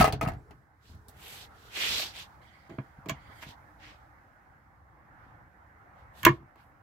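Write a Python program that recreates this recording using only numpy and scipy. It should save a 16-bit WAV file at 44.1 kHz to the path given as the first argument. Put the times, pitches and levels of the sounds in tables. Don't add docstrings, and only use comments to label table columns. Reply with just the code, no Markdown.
import sys
import numpy as np
from scipy import signal
from scipy.io import wavfile
from scipy.ndimage import uniform_filter1d

SR = 44100
rng = np.random.default_rng(int(sys.argv[2]) if len(sys.argv) > 2 else 0)


def wrap_up_sound(samples):
    columns = np.atleast_2d(samples).T
    tamed = np.clip(columns, -1, 1)
    steps = np.round(tamed * 32767).astype(np.int16)
    wavfile.write(sys.argv[1], SR, steps)


def invert_db(x):
    u = np.asarray(x, float) / 20
    return 10 ** u


N = 300762

# (frequency [Hz], level [dB], t60 [s])
FIRST_PANEL = [(285, -11, .08), (418, -12, .04), (727, 0, .055), (873, -13, .03), (1122, -9, .05),
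               (1273, -6, .05), (1480, -17, .035), (1863, -10, .02), (2180, -11, .025), (2466, -11, .035),
               (2800, -15, .03)]
# (frequency [Hz], level [dB], t60 [s])
SECOND_BOX = [(70, -14, .12), (105, -7, .08), (135, 0, .16), (194, -6, .09), (277, -8, .09)]
# (frequency [Hz], density [dB per Hz])
SECOND_CATCH = [(1060, -42), (1800, -2.5), (2350, -4.5), (3080, -3), (3670, -10.5), (4210, -5),
                (5260, -17.5), (7010, -9), (8430, -22.5), (9080, -19.5), (9950, -20), (13000, -6),
                (14000, -16), (15500, -10), (16400, -25.5)]
# (frequency [Hz], likeness [-1 to 1])
FRICTION_SAME = [(60, 0.93), (240, 1), (950, 0.13), (3770, -0.048), (15000, 0.04)]
# (frequency [Hz], likeness [-1 to 1])
AIR_SAME = [(60, -0.16), (180, 0.85), (550, 0.55), (1650, -0.27), (4970, 0.98), (15000, -0.59)]


def evened(x):
    return x / np.sqrt(np.mean(x ** 2) + 1e-20)


def read(points, hz):
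    f, value = np.transpose(points)
    return np.interp(np.log(hz + 1), np.log(f + 1), value)


def add(mix, s, sound):
    part = mix[:, round(s * SR):][:, :sound.shape[1]]
    part += sound[:, :part.shape[1]]


def panned(x, pan_db):
    return x * invert_db(np.array([pan_db / 2, -pan_db / 2]).reshape(2, -1))


def noise(length, colour, same, patchy_db, size):
    frames, hz = 4 * length // size + 5, np.fft.rfftfreq(size, 1 / SR)
    a, b, c, d, patches = rng.standard_normal((frames, len(hz), 5)).T
    patches = uniform_filter1d(patches, size=8, axis=0)
    patches = evened(uniform_filter1d(patches, size=10, axis=1))
    alike = np.clip(read(same, hz), -1, 1)[:, None]
    left = a + 1j * b
    right = alike * left + np.sqrt(1 - alike ** 2) * (c + 1j * d)
    z = np.array([left, right])
    z *= invert_db(colour(hz[:, None], frames) + patchy_db * patches)
    z *= hz[:, None] < 15900
    return evened(signal.istft(z, nperseg=size, noverlap=3 * size // 4)[1][:, :length])


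def shudder(t, levels_db, t60):
    rise_s = 0.049
    power = 0
    for s, db in levels_db:
        power = power + invert_db(2 * (db - np.where(t < s, 10 * (s - t) / rise_s, 60 * (t - s) / t60)))
    return power


def outside():
    # (time [s], traffic wash [dB], rustle [dB])
    air_levels = [(0.0, -69, -88.5), (0.55, -70.5, -81.5), (0.72, -72, -87.5), (0.93, -70.5, -80),
                  (1.08, -68, -78), (1.37, -58.5, -75), (1.57, -63, -78), (1.9, -56, -78),
                  (2.2, -59.5, -72.5), (2.49, -64.5, -81.5), (2.8, -63.5, -78), (3.32, -58, -80.5),
                  (3.55, -61, -77), (4.85, -66, -85.5), (5.24, -60, -82.5), (5.5, -64, -83.5),
                  (6.19, -60, -82), (6.5, -65, -84.5)]
    # (frequency [Hz], density [dB per Hz])
    wash_colour = [(150, -57.5), (250, -20.5), (326, -13.5), (384, -18), (402, -20), (531, -11), (576, -12),
                   (690, -10), (790, -3), (860, -6), (949, -8), (1510, -8.5), (1860, -12.5), (2140, -16.5),
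                   (2430, -27), (4000, -48), (5200, -68), (8800, -120)]
    rumble_colour = [(13, -46.5), (22, -17.5), (41, -6.5), (64, -2.5), (129, -7), (167, -14), (204, -14.5),
                     (242, -18.5), (320, -17.5), (420, -37), (700, -120)]
    hiss_colour = [(1800, -32.5), (3000, -3.5), (5000, -2), (9500, -8), (13000, -4.5), (15500, -7),
                   (16300, -9)]
    # (frequency [Hz], left minus right [dB])
    lean = [(60, -3), (180, 7.5), (550, 1), (1650, -5.5), (4970, -6), (15000, -2.5)]
    # (frequency [Hz], likeness [-1 to 1])
    rumble_same = [(30, 0.95), (150, 0.83), (400, 0.93)]
    # (time [s], wash [dB], rumble [dB])
    shudders = [
        (0.0, -29, -30),
        (0.14, -76, -39),
        (0.285, -47, -40.5),
        (0.52, -62, -56.5),
        (0.95, -71, -53.5),
        (1.17, -67, -61.5),
        (1.91, -74, -53.5),
        (2.41, -78, -67),
        (6.29, -57.5, -47),
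    ]
    t = np.arange(N) / SR
    s, wash_db, hiss_db = np.transpose(air_levels)
    wash_db, hiss_db = np.interp(t, s, wash_db), np.interp(t, s, hiss_db)
    swell = evened(sum(np.sin(2 * np.pi * (f * t + rng.random())) for f in (0.7, 1.3, 2.1, 3.4)))
    rumble_db = -64.5 + 0.69 * (wash_db + 63) + 0.6 * swell
    blows = np.array(shudders)

    def leaning_wash(hz, frames):
        return read(wash_colour, hz) + np.array([.5, -.5])[:, None, None] * read(lean, hz)
    wash = noise(N, leaning_wash, AIR_SAME, 2.0, size=1024)
    rumble = noise(N, lambda hz, frames: read(rumble_colour, hz), rumble_same, 1.4, size=4096)
    hiss = noise(N, lambda hz, frames: read(hiss_colour, hz), FRICTION_SAME, 0.94, size=512)
    wash *= np.sqrt(invert_db(2 * wash_db) + shudder(t, blows[:, [0, 1]], t60=0.33))
    rumble *= np.sqrt(invert_db(2 * rumble_db) + shudder(t, blows[:, [0, 2]], t60=0.43))
    return invert_db(4.0) * wash + invert_db(4.5) * rumble + invert_db(hiss_db) * hiss


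def cab_air():
    # (time [s], level [dB])
    drumming = [
        (.3, -57),
        (.7, -80.5),
        (1.0, -70.5),
        (1.3, -62.5),
        (1.6, -67),
        (1.9, -67),
        (2.2, -81.5),
    ]
    # (frequency [Hz], density [dB per Hz])
    cavity_colour = [(280, -27.5), (360, -7), (450, 2), (560, -38.5)]
    out = np.zeros((2, N))
    s, db = np.transpose(drumming)
    t = np.arange(s[0], s[-1], 1 / SR)
    air = noise(len(t), lambda hz, frames: read(cavity_colour, hz), AIR_SAME, 3.5, size=1024)
    add(out, s[0], air * invert_db(np.interp(t, s, db)) * signal.windows.tukey(len(t), .1))
    return out


def far_engine():
    # (start [s], length [s], pitch [Hz], level [dB])
    drones = [
        (3.483, 0.1, 293, -68.5),
        (3.616, 0.39, 303, -68),
        (4.062, 0.14, 298, -71),
    ]
    out = np.zeros((2, N))
    for start, length, hz, db in drones:
        t = np.arange(0, length, 1 / SR)
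        waver = invert_db(3.3 * evened(uniform_filter1d(rng.standard_normal(len(t)), size=2000)))
        tone = np.sqrt(2) * np.sin(2 * np.pi * hz * t) * waver
        add(out, start, panned(tone * invert_db(db) * signal.windows.tukey(len(t), .7), -1.3))
    return out


def slide(start, peak, end, pressure_db, top_db, hump_hz):
    # (frequency [Hz], density [dB per Hz])
    grit_colour = [(120, -41), (250, -12), (700, -14.5), (1400, -11), (2300, -8.5), (3600, -10),
                   (6500, -13.5), (8000, -13), (9600, -20.5), (12000, -13), (15500, -21.5), (16400, -46.5)]
    t = np.arange(start, end, 1 / SR)

    def colour(hz, frames):
        along = np.clip(np.arange(frames) * 64 / len(t), 0, 1) - .5
        centre_hz = hump_hz * 2 ** (.3 * along)
        hump = 9 * np.exp(-(np.log((hz + 1) / centre_hz) / .5) ** 2)
        fine_top = (top_db + 11.0) * np.clip(np.log2((hz + 1) / 5000), 0, 1)
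        return read(grit_colour, hz) + hump + fine_top
    grains = invert_db(0.7 * evened(uniform_filter1d(rng.standard_normal(len(t)), size=150)))
    grit = noise(len(t), colour, FRICTION_SAME, 1.4, size=256)
    grit *= grains * signal.windows.tukey(len(t), .08)
    press_db, lift_db, blunt = 38, 30.5, 2.24
    depth = np.interp(t, [start, peak, end], [press_db ** (1 / blunt), 0, lift_db ** (1 / blunt)])
    return panned(grit * invert_db(pressure_db - depth ** blunt + 4.5), -2)


def slides():
    # (start [s], firmest [s], end [s])
    strokes = [(0.78, 0.885, 1.02), (1.1, 1.32, 1.46), (1.25, 1.42, 1.49), (1.42, 1.69, 1.85),
               (1.69, 1.83, 1.98), (1.76, 1.94, 2.14), (1.96, 2.015, 2.08), (2.09, 2.19, 2.28),
               (2.15, 2.25, 2.5), (3.25, 3.41, 3.5), (3.4, 3.426, 3.47), (3.4, 3.495, 3.56),
               (3.48, 3.54, 3.7), (3.77, 3.85, 4.0), (3.85, 3.95, 4.15), (5.05, 5.25, 5.42),
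               (5.92, 5.995, 6.08), (6.11, 6.2, 6.4), (6.53, 6.595, 6.68), (6.54, 6.61, 6.78)]
    # (pressure [dB], fine top over it [dB], centre of the hiss [Hz])
    feel = [(-68, -10.5, 4100), (-52, -5.5, 3000), (-54.5, -11, 3600), (-65, -8, 3600), (-34.5, -16, 2800),
            (-34.5, -15, 3660), (-46, -4, 3800), (-48, -13.5, 3200), (-79.5, -10, 3800), (-71.5, 6, 5100),
            (-52.5, -16, 2000), (-57, -15, 3400), (-92, -14, 3100), (-56.5, -26, 2040), (-79, -14, 3000),
            (-80.5, -24.5, 2200), (-77, -17, 2600), (-62, -4.5, 3500), (-73.5, -29, 1960),
            (-83.5, 12, 3700)]
    out = np.zeros((2, N))
    for row in np.c_[strokes, feel]:
        add(out, row[0], slide(*row))
    return out


def soft_hisses():
    # (start [s], end [s], level [dB], change to the end [dB])
    hiss_spans = [
        (2.409, 2.691, -65, -6),
        (2.685, 3.05, -65, -28),
        (3.142, 3.415, -68, 5),
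    ]
    # (frequency [Hz], density [dB per Hz])
    band_colour = [(900, -34), (1500, -9), (1760, -14), (2020, 0), (2500, -18), (2850, -20), (3150, -11),
                   (3600, -20), (4300, -21), (4700, -17), (5200, -27), (8200, -32), (12500, -38),
                   (15900, -36)]
    out = np.zeros((2, N))
    for start, end, pressure_db, change_db in hiss_spans:
        t = np.arange(start, end, 1 / SR)
        airy = noise(len(t), lambda hz, frames: read(band_colour, hz), FRICTION_SAME, 2.9, size=512)
        level_db = pressure_db + change_db * (t - start) / (end - start)
        add(out, start, panned(airy * invert_db(level_db + 4.5) * signal.windows.tukey(len(t), .1), -5.5))
    return out


def cabin(x):
    # (frequency [Hz], t60 [s])
    decay = [(100, 0.082), (400, 0.16), (1500, 0.075), (5000, .12), (14000, 0.02)]
    # (frequency [Hz], level [dB])
    soft_walls = [(500, -1), (2000, 2.5), (5000, -4), (14000, -5.5)]
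    taps = np.zeros((2, SR // 3))
    slots = np.arange(60, SR // 3 - 12, 12)
    at = slots + rng.integers(0, 12, (2, len(slots)))
    np.put_along_axis(taps, at, rng.choice([-1., 1.], at.shape), 1)
    hz, t, z = signal.stft(taps, SR, nperseg=256)
    alike = np.exp(-(hz[:, None] / 1200) ** 2)
    z[1] = alike * z[0] + np.sqrt(1 - alike ** 2) * z[1]
    z *= 1 - np.exp(-(hz[:, None] / 300) ** 2)
    fall_db = -60 * t / read(decay, hz)[:, None]
    late = invert_db(-21.5 + fall_db / 2.2)
    z *= invert_db(read(soft_walls, hz)[:, None]) * (invert_db(fall_db) + late)
    tail = signal.istft(z, SR, nperseg=256)[1]
    return signal.fftconvolve(x, tail / np.linalg.norm(tail[0]), axes=1)[:, :N]


def ring(modes, contact_s, dense_db, centre_hz=None):
    hz, db, t60 = np.transpose(modes)
    t = np.arange(round(1.2 * t60.max() * SR)) / SR
    place = (np.arange(48) + rng.random(48)) / 48
    crowd = np.interp(place * (len(hz) - 1), np.arange(len(hz)), hz)
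    db = np.r_[db, np.interp(crowd, hz, db) + dense_db]
    t60 = np.r_[t60, .5 * np.interp(crowd, hz, t60)]
    hz = np.r_[hz, crowd]
    if centre_hz:
        db = db - 7 * np.log2(hz / centre_hz) ** 2
    spot, left, right = rng.standard_normal((3, len(hz)))
    hz = hz * (1 + 0.007 * spot)
    turn = np.clip(hz / 2500, 0, 2) * np.array([left, right])
    weight = np.sign(spot) * invert_db(db + 0.5 * spot) * np.exp(1j * turn)
    poles = 2j * np.pi * hz - np.log(1000) / t60
    out = (weight @ np.exp(np.outer(poles, t))).imag
    out *= 1 - np.exp(-t / contact_s)
    return out / abs(out).max()


def snap(colour, t60):
    # (frequency [Hz], likeness [-1 to 1])
    metal_same = [(2000, 0.52), (5000, 0.22), (14000, .05)]
    t = np.arange(SR // 12) / SR
    burst = noise(len(t) + 256, lambda hz, frames: read(colour, hz), metal_same, 3.0, size=256)[:, 256:]
    decay = invert_db(-60 * t / t60) + 0.59 * invert_db(-60 * t / (3.1 * t60))
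    burst *= decay * (1 - np.exp(-t / 0.00043))
    return burst / abs(burst).max()


def hits(rows, pan_db, panel, catch, catch_t60, box, trims_db):
    out = np.zeros((2, N))
    for s, knock_db, catch_db, thump_db, centre_hz in rows:
        knock = invert_db(knock_db + trims_db[0]) * ring(panel, 0.00023, -11, centre_hz)
        click = invert_db(catch_db + trims_db[1]) * snap(catch, catch_t60)
        thump = invert_db(thump_db + trims_db[2]) * ring(box, 0.0023, -20.5)
        add(out, s, panned(knock, pan_db))
        add(out, s, panned(click, .5 * pan_db))
        add(out, s, thump)
    return out


def footsteps():
    # (time [s], knock [dB], tick [dB], thump [dB], centre of the knock [Hz])
    contacts = [
        (0.894, -48, -69, -44, 306),
        (0.912, -49.5, -66, -42, 365.8),
        (0.949, -49, -66, -42.5, 313),
        (1.083, -44.5, -42.5, -43, 330),
        (1.094, -46, -51, -71, 301),
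        (1.997, -29, -42, -52, 685),
        (2.03, -29.5, -56.5, -55, 685),
        (3.297, -43, -80.5, -43, 300),
        (3.488, -44, -66, -38.5, 306),
        (5.991, -64, -74, -73, 781),
    ]
    # (frequency [Hz], level [dB], t60 [s])
    floorboard = [(65, -24, .15), (88, 17, 0.078), (140, -2, 0.094), (247, -0.5, 0.24)]
    # (frequency [Hz], density [dB per Hz])
    tick_colour = [(1500, -23), (3000, -8), (7000, -5), (11500, 1), (16000, 1)]
    return hits(contacts, -5, FIRST_PANEL, tick_colour, 0.039, floorboard, (-6.2, 3.2, -3.2))


def first_door():
    # (time [s], panel knock [dB], metal catch [dB], cabinet thump [dB], centre of the knock [Hz])
    contacts = [(0.0, -17, -18, 4, 1900), (0.007, -8.5, -18, -3.5, 765), (0.011, -7.5, -17.5, -7, 730),
                (0.014, -9.5, -23, -24, 730), (0.021, -12, -22, -26, 1270), (0.026, -18, -21, -1.5, 500),
                (0.042, -4, -18.5, -26, 730), (0.049, -15, -23, -45, 1280), (0.056, -25, -24, -44, 1120),
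                (0.072, -25, -28, -19, 800), (0.078, -13.5, -26.5, -40, 410), (0.085, -18, -38.5, -45, 730),
                (0.1243, -30, -23, -29, 2600), (0.13, -22.5, -41, -10, 393), (0.138, -22.5, -58, -55, 347),
                (0.2115, -17.5, -27.5, -16, 1240), (0.216, -20.5, -39.5, -40, 1270),
                (0.223, -20.5, -33.5, -30, 350), (0.229, -19.5, -32.5, -17, 300),
                (0.236, -22, -40, -12.5, 730), (0.25, -25, -40.5, -37, 1270),
                (0.261, -22.5, -56, -42, 1270), (0.269, -30.5, -60, -6.5, 310), (0.275, -26, -32, -18, 360),
                (0.285, -20, -34, -41.5, 730), (0.318, -37, -47, -32, 404.4),
                (0.335, -38.5, -51.5, -21.5, 689), (0.508, -42.5, -49, -41.5, 355)]
    # (frequency [Hz], level [dB], t60 [s])
    first_box = [(60, -2, .13), (88, -3, .08), (110, -4, .07), (138, 0, .1), (240, -6, .06)]
    # (frequency [Hz], density [dB per Hz])
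    first_catch = [(1060, -35.5), (1800, -1), (2860, -4), (3500, -8), (4370, -7), (7010, -15.5),
                   (11900, -15), (15100, -15), (16400, -24.5)]
    return hits(contacts, 0.8, FIRST_PANEL, first_catch, 0.025, first_box, (-3.2, 0.1, -14.))


def opening_door():
    # (time [s], panel knock [dB], metal catch [dB], cabinet thump [dB], centre of the knock [Hz])
    contacts = [(2.695, -39, -55.5, -49, 500), (2.7, -40, -58, -43, 1300), (2.708, -36, -70, -40, 340),
                (2.716, -38, -70, -40, 340), (2.724, -34.5, -73, -46, 342), (2.74, -38.5, -75, -42, 400),
                (2.784, -26, -70, -34.5, 343), (2.786, -28, -72, -25, 1170),
                (2.983, -61.5, -76, -39.5, 824), (3.059, -35, -47.5, -38.5, 1100),
                (3.063, -31, -65, -36, 344), (3.072, -34.5, -67, -40, 344), (3.086, -31, -32.5, -34.5, 400),
                (3.095, -18, -24, -38, 2340), (3.098, -23, -41, -50, 680), (3.1, -20, -37, -43, 1090),
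                (3.107, -38, -50, -37, 1690), (3.112, -53, -73, -25, 344), (3.421, -44, -50, -56, 2030),
                (3.427, -32, -43, -48, 1120), (3.434, -31, -52.5, -51, 2030), (3.464, -44, -74, -36.5, 342)]
    # (frequency [Hz], level [dB], t60 [s])
    held_panel = [(343, 1, 0.054), (500, -10.5, 0.026), (651, -4, 0.039), (966, -7.5, 0.045),
                  (1117, -2, 0.027), (1177.2, -6.5, 0.038), (1452, -9.5, 0.031), (1654, -7.5, 0.043),
                  (1734.5, -10, .04), (1900, -12.5, 0.044), (2185, -8, .04), (2328, -2.5, .035),
                  (2900, -8, .035), (3300, -7.5, .035)]
    hand_damping = 0.62
    panel = [(hz, db, hand_damping * t60) for hz, db, t60 in held_panel]
    box = [(hz, db, hand_damping * t60) for hz, db, t60 in SECOND_BOX]
    gentle = [(hz, db - 7 * (hz > 9000)) for hz, db in SECOND_CATCH]
    return hits(contacts, -4, panel, gentle, 0.016, box, (-3.3, 1.5, -3.5))


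def slammed_door():
    # (time [s], panel knock [dB], metal catch [dB], cabinet thump [dB], centre of the knock [Hz])
    contacts = [(6.231, -23.5, -27, -50.5, 2820), (6.237, -21.5, -35, -30.5, 1640),
                (6.2503, -19, -2.5, -25, 2900), (6.2525, -10, -6.5, -23, 1159),
                (6.257, -17, -23, -35.5, 2300), (6.2635, -6, -18.5, -15.5, 954),
                (6.2662, 0, -29.5, -24.5, 1210), (6.2655, -6.5, -27.5, -18.5, 343),
                (6.27, -7, -28.5, -30, 1713), (6.278, -22, -35, -24, 1108),
                (6.287, -17.5, -36, -21.5, 1154), (6.292, -23.5, -38, -16.5, 343),
                (6.335, -42, -69, -39, 343), (6.405, -48.5, -78, -44, 343), (6.43, -49.5, -80, -48, 343),
                (6.558, -45, -56.5, -71, 725), (6.594, -46, -72, -57, 1132)]
    # (frequency [Hz], level [dB], t60 [s])
    free_panel = [(343, 0, .07), (490, -15, .04), (640, -11, .045), (975, -6, .045), (1115, -1, .05),
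                  (1174, -5, .045), (1455, -10, .04), (1680, -7, .04), (1745, -8, .04), (1900, -12, .035),
                  (2200, -7, .04), (2290, -9, .035), (2900, -9, .03), (3200, -11, .03)]
    return hits(contacts, -2.5, free_panel, SECOND_CATCH, 0.0056, SECOND_BOX, (-3.2, 1.6, -3.4))


def scene():
    steady = outside() + cab_air() + far_engine() + slides() + soft_hisses()
    near = footsteps() + first_door() + opening_door() + slammed_door()
    return near + invert_db(-7.5) * cabin(near) + steady


def roll_off(x):
    return signal.sosfilt(signal.butter(12, 16980, fs=SR, output="sos"), x)


def record(dry):
    low_cut = signal.butter(2, 40, "high", fs=SR, output="sos")
    return roll_off(signal.sosfilt(low_cut, dry))


dry = scene()
out = record(dry)
wrap_up_sound(out)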